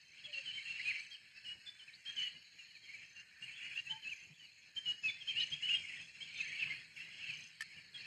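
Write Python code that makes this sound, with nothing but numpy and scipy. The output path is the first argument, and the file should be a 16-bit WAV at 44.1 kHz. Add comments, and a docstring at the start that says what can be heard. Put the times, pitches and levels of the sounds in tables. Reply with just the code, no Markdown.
"""Dusk at a forest campsite. From the start small birds chatter in swells, and their whistles and slurs
echo among the trees. Behind them an insect chorus hisses, a cricket chirps about once a second and a
far bird hoots softly; the phone's noise suppressor lets the background up whenever the flock is loud.
From about halfway the phone is bumped softly and a faint hum comes up. Near the end its case clicks."""
import sys
import numpy as np
from scipy import signal
from scipy.fft import rfft, irfft, next_fast_len
from scipy.io import wavfile
from scipy.ndimage import uniform_filter1d

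SR = 44100
rng = np.random.default_rng(int(sys.argv[2]) if len(sys.argv) > 2 else 0)


def pcm_store(signal):
    """Save signal as 16-bit PCM."""
    levels = np.round(np.clip(np.atleast_2d(signal), -1, 1) * 32767)
    wavfile.write(sys.argv[1], SR, levels.astype(np.int16).T)


N = 355434
TIME = np.arange(N) / SR

# Each row: start and length in seconds, first, held and last pitch in Hz, level in dB.
WHISTLE_NOTES = [(0.324,0.085,3220,2717,2690,-42), (0.448,0.078,3450,3025,2520,-47.5),
                 (0.527,0.066,3050,3080,2990,-48.5), (0.646,0.12,2883,2708,2780,-42.5),
                 (0.846,0.076,2382,2516,1830,-39), (1.102,0.062,3280,3220,2580,-55),
                 (1.443,.095,3170,2897,2940,-50), (1.657,0.045,3620,3460,3570,-51.5),
                 (1.786,.055,3420,2970,3100,-59), (2.052,0.055,3000,3240,3180,-49),
                 (2.16,0.091,3330,2960,3020,-40.5), (2.238,0.051,2907,2886,2790,-47),
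                 (2.826,0.034,3190,3260,3040,-66), (3.15,.072,2895,2750,2880,-54),
                 (3.597,0.085,2320,2850,2920,-52.5), (3.752,0.055,2520,2754,2770,-40.5),
                 (3.891,.04,2770,3160,2960,-41.5), (4.038,0.068,2677,2600,3100,-46.5),
                 (4.388,0.079,3250,2970,2630,-59.5), (4.851,0.075,2980,2900,2920,-40),
                 (5.029,0.078,2680,2573,2094,-39), (5.268,0.05,2940,3198,3040,-41),
                 (5.354,.044,2520,2910,2890,-38.5), (5.39,0.056,3137,2922,2795,-39),
                 (5.619,0.094,2490,2973,3020,-40), (5.683,.076,2164,2841,2807,-35),
                 (6.584,.06,2750,2705,2140,-38), (6.956,.075,2920,2685,2710,-50.5),
                 (7.255,.062,2733,2690,2200,-45)]
# Each row: start in seconds, middle pitch in Hz, glide in octaves, level in dB.
SLUR_NOTES = [(.234,3317,-0.078,-51.5), (.569,2216,-0.083,-48.5), (.787,2104,0.56,-47),
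              (1.354,2653,-0.013,-56.5), (1.869,2470,-0.47,-58), (2.342,2910,-0.12,-58.5),
              (2.58,2825,-.12,-58), (2.74,2480,-.38,-61), (2.877,2175,0.1,-54.5), (2.927,2350,-0.15,-52),
              (3.415,2810,0.044,-48.5), (3.473,2415,-.35,-53.5), (3.861,2660,.09,-48.5),
              (4.017,3010,-.2,-56.5), (4.103,2560,-.4,-45.5), (4.338,3430,-0.2,-72.5),
              (4.758,3113,0.015,-44), (5.077,3490,0.024,-45), (5.198,3220,-0.16,-53.5),
              (5.285,2480,-.27,-50), (5.513,3200,0.12,-43), (5.741,3170,-0.018,-41.5),
              (6.201,3183,0.089,-50.5), (6.384,2630,-.26,-41), (6.695,2130,0.082,-43.5),
              (7.761,2850,-0.22,-57.5), (7.938,3350,-0.068,-50.5)]
# Hoarse rising notes. Each row: start and length in seconds, middle pitch in Hz, level in dB.
RISER_NOTES = [(1.926,0.042,4300,-60.5), (5.393,0.043,3950,-46.5), (6.352,0.076,3600,-58),
               (7.966,0.062,4310,-58.5)]
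# A busier flock calls more roughly. Each row: flock level in dB, roughness from 0 to 1.
CALL_ROUGHNESS = [(-58, 0.12), (-50, 0.22)]
def near_birds(flock_db, slur_s=0.0363, riser_octaves=0.3, riser_rough=0.5):
    """Reverberation: calls scatter off near trunks, then the forest. Returns sound and dry envelope."""
    slurs = [(start, slur_s, *slide(hz, octaves), db) for start, hz, octaves, db in SLUR_NOTES]
    risers = [(start, length, *slide(hz, riser_octaves), db, riser_rough)
              for start, length, hz, db in RISER_NOTES]
    rough = np.interp(flock_db, *np.transpose(CALL_ROUGHNESS))
    calls = [(*row, np.interp(row[0], TIME, rough)) for row in WHISTLE_NOTES + slurs]
    tone, envelope = notes(calls + risers)
    scattered = reverb(tone, db=-10, decay_s=0.015)
    return reverb(scattered, db=-12, decay_s=0.08), envelope


def notes(rows, bend_s=0.02976, fade_in_s=0.012, fade_out_s=0.007, waver=0.007, uneven_db=1.34):
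    """Frequency and amplitude modulation roughen tones that bend onto a held pitch and off it."""
    tone, envelope = np.zeros(N), np.zeros(N)
    shake, tremor, sway = np.tanh(walk(950)), walk(350), walk(70)
    for start, length, first, held, last, db, rough in rows:
        t = TIME[:int(length * SR)]
        u, left = t / t[-1], t[-1] - t
        at = int(rng.random() * (N - SR)) + np.arange(len(t))  # this note's stretch of the modulators
        entering, leaving = np.maximum(1 - np.array([t, left]) / min(bend_s, t[-1]), 0) ** 2
        glide = held + (first - held) * entering + (last - held) * leaving
        hz = glide * (1 + 0.144 * rough * shake[at] + waver * sway[at])
        fade = np.minimum(t / fade_in_s, left / fade_out_s)
        edges = np.sin(np.pi / 2 * np.minimum(fade, 1)) ** 2
        arch = (u * np.sqrt(1 - u)) ** 0.32  # builds up, then breaks off
        shape = unit(arch * edges * undb(uneven_db * sway[at]))
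        flutter = np.exp(0.75 * rough * tremor[at])
        add(tone, start, undb(db) * unit(shape * flutter * sine(hz)))
        add(envelope, start, undb(db) * shape)
    return tone, envelope


# Swells of chatter. Each row: start and length in seconds, nominal level in dB.
FLOCK_SWELLS = [(0.108,0.19,-58.5), (0.331,0.37,-52.5), (0.742,0.23,-45.5), (2.038,0.17,-58.5),
                (2.167,0.093,-49.5), (2.554,0.14,-62), (2.84,0.19,-57), (3.44,0.3,-50), (3.84,0.21,-65),
                (4.143,0.094,-60.5), (5.04,0.32,-57.5), (5.294,0.13,-47), (5.459,0.55,-49.5),
                (5.663,0.097,-50), (6.138,0.23,-53), (6.333,0.39,-44.5), (6.954,0.42,-51.5),
                (7.241,0.096,-53), (7.38,0.42,-61.5), (7.962,0.18,-52)]
def flock_level(attack_s=0.019, grow_db=5.5, release_s=0.053, rest_db=-70.5):
    """Incoherent sources add in power: swells rise and die over a resting level. Returns dB."""
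    power = undb(rest_db + 0.61 * walk(4.1)) ** 2
    for start, length, db in FLOCK_SWELLS:
        age = TIME - start
        attack = np.clip(age / attack_s, 0, 1)
        growth = undb(db + grow_db * (np.clip(age / length, 0, 1) - 1.5))
        release = np.exp(-np.maximum(age - length, 0) / release_s)
        power += (attack * growth * release) ** 2
    return 10 * np.log10(power)


def twitter(flock_db, centre_hz=2530, glide_octaves=0.1944, rough=0.21, count=460):
    """Superposition: many tiny glides overlap and reverberate, following the flock's level."""
    rows = []
    for slot, (offset, stretch) in enumerate(rng.random((count, 2))):
        start = TIME[int((slot + offset) / count * N)]
        height, slope, strength = np.clip(rng.standard_normal(3), -2.4, 1.6)
        pitches = slide(centre_hz * np.exp(0.17 * height), glide_octaves * slope)
        db = -2 + 2 * strength - 2.1 * height ** 2  # weaker away from the centre pitch
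        rows.append((start, 0.0199 + 0.03 * stretch, *pitches, db, rough))
    return reverb(notes(rows)[0], db=-3.5, decay_s=0.093) * undb(flock_db)


# Each row: frequency in Hz, relative level in dB.
CHATTER_SPECTRUM = [(700, -35.5), (1380, -22.5), (1650, -15.5), (1950, -11.5), (2250, -3.5), (2670, 2.5),
                    (3000, -2.5), (3280, -5.5), (3550, -26.5), (4300, -23), (5600, -58)]
def chatter(flock_db, call_envelope, rate_hz=260, patchy_db=3):
    """Source and filter: the farthest calls merge into a rattle whose bands fade independently."""
    cycles = np.cumsum(rate_hz * np.exp(0.45 * walk(200))) / SR
    pulses = unit(np.diff(np.floor(cycles), prepend=0))
    wash = colour(pulses + rng.standard_normal(N), CHATTER_SPECTRUM)
    lowpasses = [signal.butter(6, hz, fs=SR, output="sos") for hz in np.linspace(1500, 3500, 7)]
    below = [0] + [signal.sosfiltfilt(sos, wash) for sos in lowpasses] + [wash]
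    bands = sum((upper - lower) * undb(patchy_db * walk(19)) for lower, upper in zip(below, below[1:]))
    gain = np.hypot(undb(flock_db - 1), undb(-15) * call_envelope)
    return unit(shimmer(bands, depth_db=6)) * gain


# Two impacts heard as one click. Each row: start in seconds, nominal level in dB.
CASE_IMPACTS = [(7.607, -34.5), (7.62, -38)]
# Each row: mode frequency in Hz, relative level in dB.
CASE_RESONANCES = [(1300, -19.5), (1790, -2.5)]
# Each row: frequency in Hz, relative level in dB.
CRACK_SPECTRUM = [(950, -33), (1500, -7), (3100, -6), (3700, -20), (4700, -6.5), (5800, -15.5),
                  (8600, -17.5), (9500, -34), (11000, -19), (12500, -42)]
def case_click(rise_s=0.001, ring_s=0.0055):
    """Damped modes: each impact gives a dry crack and a short hollow ring of the case."""
    body, t = np.zeros(N), TIME[:SR // 10]
    modes = sum(undb(db) * np.sin(2 * np.pi * hz * t) for hz, db in CASE_RESONANCES)
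    ringing = 2 * modes * (1 - np.exp(-t / rise_s)) * np.exp(-t / ring_s)
    for start, db in CASE_IMPACTS:
        add(body, start, undb(db) * ringing)
    return body + undb(-3) * knocks(CASE_IMPACTS, CRACK_SPECTRUM, rise_s=0.0008, decay_s=0.005)


# Each row: start in seconds, nominal level in dB.
PHONE_BUMPS = [(3.41, -60), (3.905, -57), (4.30, -59), (5.512, -52), (5.72, -61), (6.64, -50), (7.287, -56)]
def bumps():
    """Structure-borne sound: soft bumps on the phone excite a resonance near 150 Hz."""
    spectrum = [(30, -27), (80, -9), (150, 26), (240, -18), (600, -18.5), (2000, -72)]
    return knocks(PHONE_BUMPS, spectrum, rise_s=0.0065, decay_s=0.034)


def knocks(impacts, spectrum, rise_s, decay_s):
    """Impact excitation: contact noise, coloured by a body, rises fast and decays exponentially."""
    envelope, t = np.zeros(N), TIME[:SR // 2]
    for start, db in impacts:
        add(envelope, start, undb(db) * (1 - np.exp(-t / rise_s)) * np.exp(-t / decay_s))
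    return envelope * unit(colour(rng.standard_normal(N), spectrum))


# Each row: centre and half width in Hz, relative level in dB.
CHORUS_BANDS = [(1797, 294, -4), (2350, 320, -4), (4268, 393, -2.5), (5110, 400, -9), (6608, 560, -10),
                (8000, 930, -15.5), (10430, 420, -38.5)]
# Each row: time in seconds, gain in dB.
CHORUS_GAIN = [(0, -62.5), (.8, -61), (1.7, -62), (4.9, -63), (5.9, -61.5), (8.06, -60.5)]
def chorus(drift_db=2, flicker_db=1.2):
    """Incoherent summation: far insects and frogs merge into bands of hiss that flicker a little."""
    bands = sum(noise(hz, width) * undb(db + drift_db * walk(1) + flicker_db * walk(17))
                for hz, width, db in CHORUS_BANDS)
    gain = undb(np.interp(TIME, *np.transpose(CHORUS_GAIN)))
    return shimmer(bands, depth_db=7) * np.exp(0.19 * walk(670)) * gain


# Each row: start in seconds, nominal level in dB.
CRICKET_CHIRPS = [(-.022, -66), (0.962, -65), (2.09, -62.5), (3.059, -63), (4.094, -63.5), (5.397, -61.5),
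                  (6.339, -62), (7.335, -59.5)]
def cricket(period_s=0.034, stroke_s=0.012, first_hz=6420, last_hz=6040, first_stroke_db=-5):
    """Stridulation: five grainy wing strokes make a chirp, each falling in pitch."""
    chirps = np.zeros(N)
    u = np.linspace(0, 1, int(stroke_s * SR))
    for start, db in CRICKET_CHIRPS:
        for k in range(5):
            hz = (first_hz + (last_hz - first_hz) * u) * (1 + 0.0032 * rng.standard_normal())
            stroke = unit(np.sin(np.pi * u) * sine(hz, rng.random()))
            add(chirps, start + k * period_s, undb(db + first_stroke_db * (k == 0)) * stroke)
    return reverb(chirps * np.exp(0.29 * walk(450)), db=-8, decay_s=0.024)


# Each row: start and length in seconds, first and last pitch in Hz, level in dB.
FAR_HOOTS = [(0.261,0.079,620,578,-70), (.343,0.082,594,510,-73.5), (3.893,0.092,857,905,-65)]
def hoots(waver=0.014):
    """Scattering by the trees smears a far bird's soft, wavering glides."""
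    calls = np.zeros(N)
    for start, length, first, last, db in FAR_HOOTS:
        u = np.linspace(0, 1, int(length * SR))
        hz = (first + (last - first) * u) * (1 + waver * walk(72)[:len(u)])
        add(calls, start, undb(db) * unit(np.sin(np.pi * u) * sine(hz)))
    return reverb(calls, db=-5, decay_s=0.026)


def rumble(rise_db_per_s=0.5, patchy_db=2.5):
    """Filtered noise: air and the hand on the phone give a slowly growing low rumble."""
    air = unit(colour(rng.standard_normal(N), RUMBLE_SPECTRUM))
    return air * undb(-76 + rise_db_per_s * TIME + patchy_db * walk(10.4))


def drone(hz=161):
    """A drifting pure tone: a faint hum, perhaps a far motor, comes up in the second half."""
    hum = unit(sine(hz * (1 + 0.00985 * walk(2.1))))
    fade = np.interp(TIME, [4.5, 5.4, 7.4, 8.06], [0.01, 0.35, 0.57, 0.33])
    return hum * undb(-74.5 + 2 * walk(18)) * fade


# Each row: time in seconds, nominal level in dB.
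BUZZ_LEVEL = [(0, -102), (2.2, -86.5), (2.9, -93), (4.1, -87.5), (6.4, -101), (6.65, -88), (8.06, -90)]
def buzz(hz=11250, width_hz=260, flicker_db=3):
    """Narrowband noise: one insect's thin, high buzz comes and goes."""
    level_db = np.interp(TIME, *np.transpose(BUZZ_LEVEL))
    return noise(hz, width_hz) * undb(level_db + flicker_db * walk(20))


def high_chirps(hz=10450, spread=0.026, length_s=0.058, db=-93, rough=0.21, count=60):
    """A random point process: tiny, very high insect chirps fall at independent moments."""
    rows = [(when * N / SR, length_s, *slide(hz * np.exp(spread * (4 * height - 2)), 0), db, rough)
            for when, height in rng.random((count, 2))]
    return notes(rows)[0]


def suppressor(sound, unity_db=-50, slope=0.4, window_s=0.026):
    """Dynamic expansion: the noise suppressor's gain grows with the short-term rms of a sound."""
    power = uniform_filter1d(sound ** 2, int(window_s * SR)) + 1e-14
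    return (np.sqrt(power) / undb(unity_db)) ** slope


def shimmer(x, depth_db, size=1536):
    """Spectral modulation: narrow lines of a hiss each come and go in about a tenth of a second."""
    lines = signal.stft(x, nperseg=size)[2]
    chance = uniform_filter1d(rng.standard_normal(lines.shape), 5, axis=1)
    chance = unit(uniform_filter1d(chance, 3, axis=0))
    flickering = signal.istft(lines * undb(depth_db * np.tanh(chance)), nperseg=size)[1]
    return unit(flickering[:N]) * np.std(x)


def colour(x, spectrum, size=4096):
    """Minimum-phase filtering: x rings through a body with the given (Hz, dB) spectrum."""
    hz, db = np.transpose(spectrum)
    gain = undb(np.interp(np.log(np.fft.rfftfreq(size, 1 / SR) + 1), np.log(hz), db))
    cepstrum = irfft(np.log(gain))[:size // 2]
    cepstrum[1:] *= 2
    return signal.fftconvolve(x, irfft(np.exp(rfft(cepstrum, size))))[:len(x)]


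def reverb(x, db, decay_s):
    """Convolution with decaying noise adds a diffuse tail."""
    tail = rng.standard_normal(SR) * np.exp(-TIME[:SR] / decay_s)
    return x + undb(db) * signal.fftconvolve(x, tail / np.linalg.norm(tail))[:N]


def noise(centre_hz, width_hz):
    """A Gaussian band of noise, rms 1."""
    size = next_fast_len(N, real=True)
    bell = np.exp(-((np.fft.rfftfreq(size, 1 / SR) - centre_hz) / width_hz) ** 2)
    return unit(irfft(rfft(rng.standard_normal(size)) * bell, size)[:N])


def walk(rate_hz):
    """Low-pass noise as a smooth random modulator, rms 1."""
    return noise(0, rate_hz)


def sine(hz, start_cycles=0):
    """An oscillator: phase is the integral of frequency."""
    return np.sin(2 * np.pi * (np.cumsum(hz) / SR + start_cycles))


def slide(hz, octaves):
    """First, middle and last pitch of a glide, at equal ratios."""
    return hz * 2 ** (-octaves / 2), hz, hz * 2 ** (octaves / 2)


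def undb(db):
    """Decibels to gain."""
    return 10 ** (np.asarray(db) / 20)


def unit(x):
    """Scale to rms 1."""
    return x / np.sqrt(np.mean(x ** 2) + 1e-20)


def add(out, start, x):
    """Mix x into out from a start time in seconds."""
    i = int(start * SR)
    x, i = x[max(-i, 0):], max(i, 0)
    out[i:i + len(x)] += x[:max(N - i, 0)]


def scene():
    """Superposition in mono: the flock's sound sets the gain of the insects, rumble and hiss."""
    flock_db = flock_level()
    calls, call_envelope = near_birds(flock_db)
    birds = calls + twitter(flock_db) + chatter(flock_db, call_envelope)
    background = chorus() + buzz() + high_chirps() + cricket() + rumble() + undb(-83) * noise(990, 1100)
    foreground = birds + bumps()
    mic_noise = undb(-90) * rng.standard_normal(N)
    mix = foreground + case_click() + hoots() + drone() + background * suppressor(birds) + mic_noise
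    return mix[None]


def record(dry, top_hz=15300):
    """Low-pass filtering: the phone cuts the highest treble."""
    return signal.sosfilt(signal.ellip(8, 0.2, 70, top_hz, fs=SR, output="sos"), dry)


# Each row: frequency in Hz, relative level in dB.
RUMBLE_SPECTRUM = [(25, -24.5), (60, -7.5), (100, 0.5), (150, 2), (240, -5.5), (450, -12.5), (1200, -18),
                   (5000, -69)]

dry = scene()
out = record(dry)
pcm_store(out)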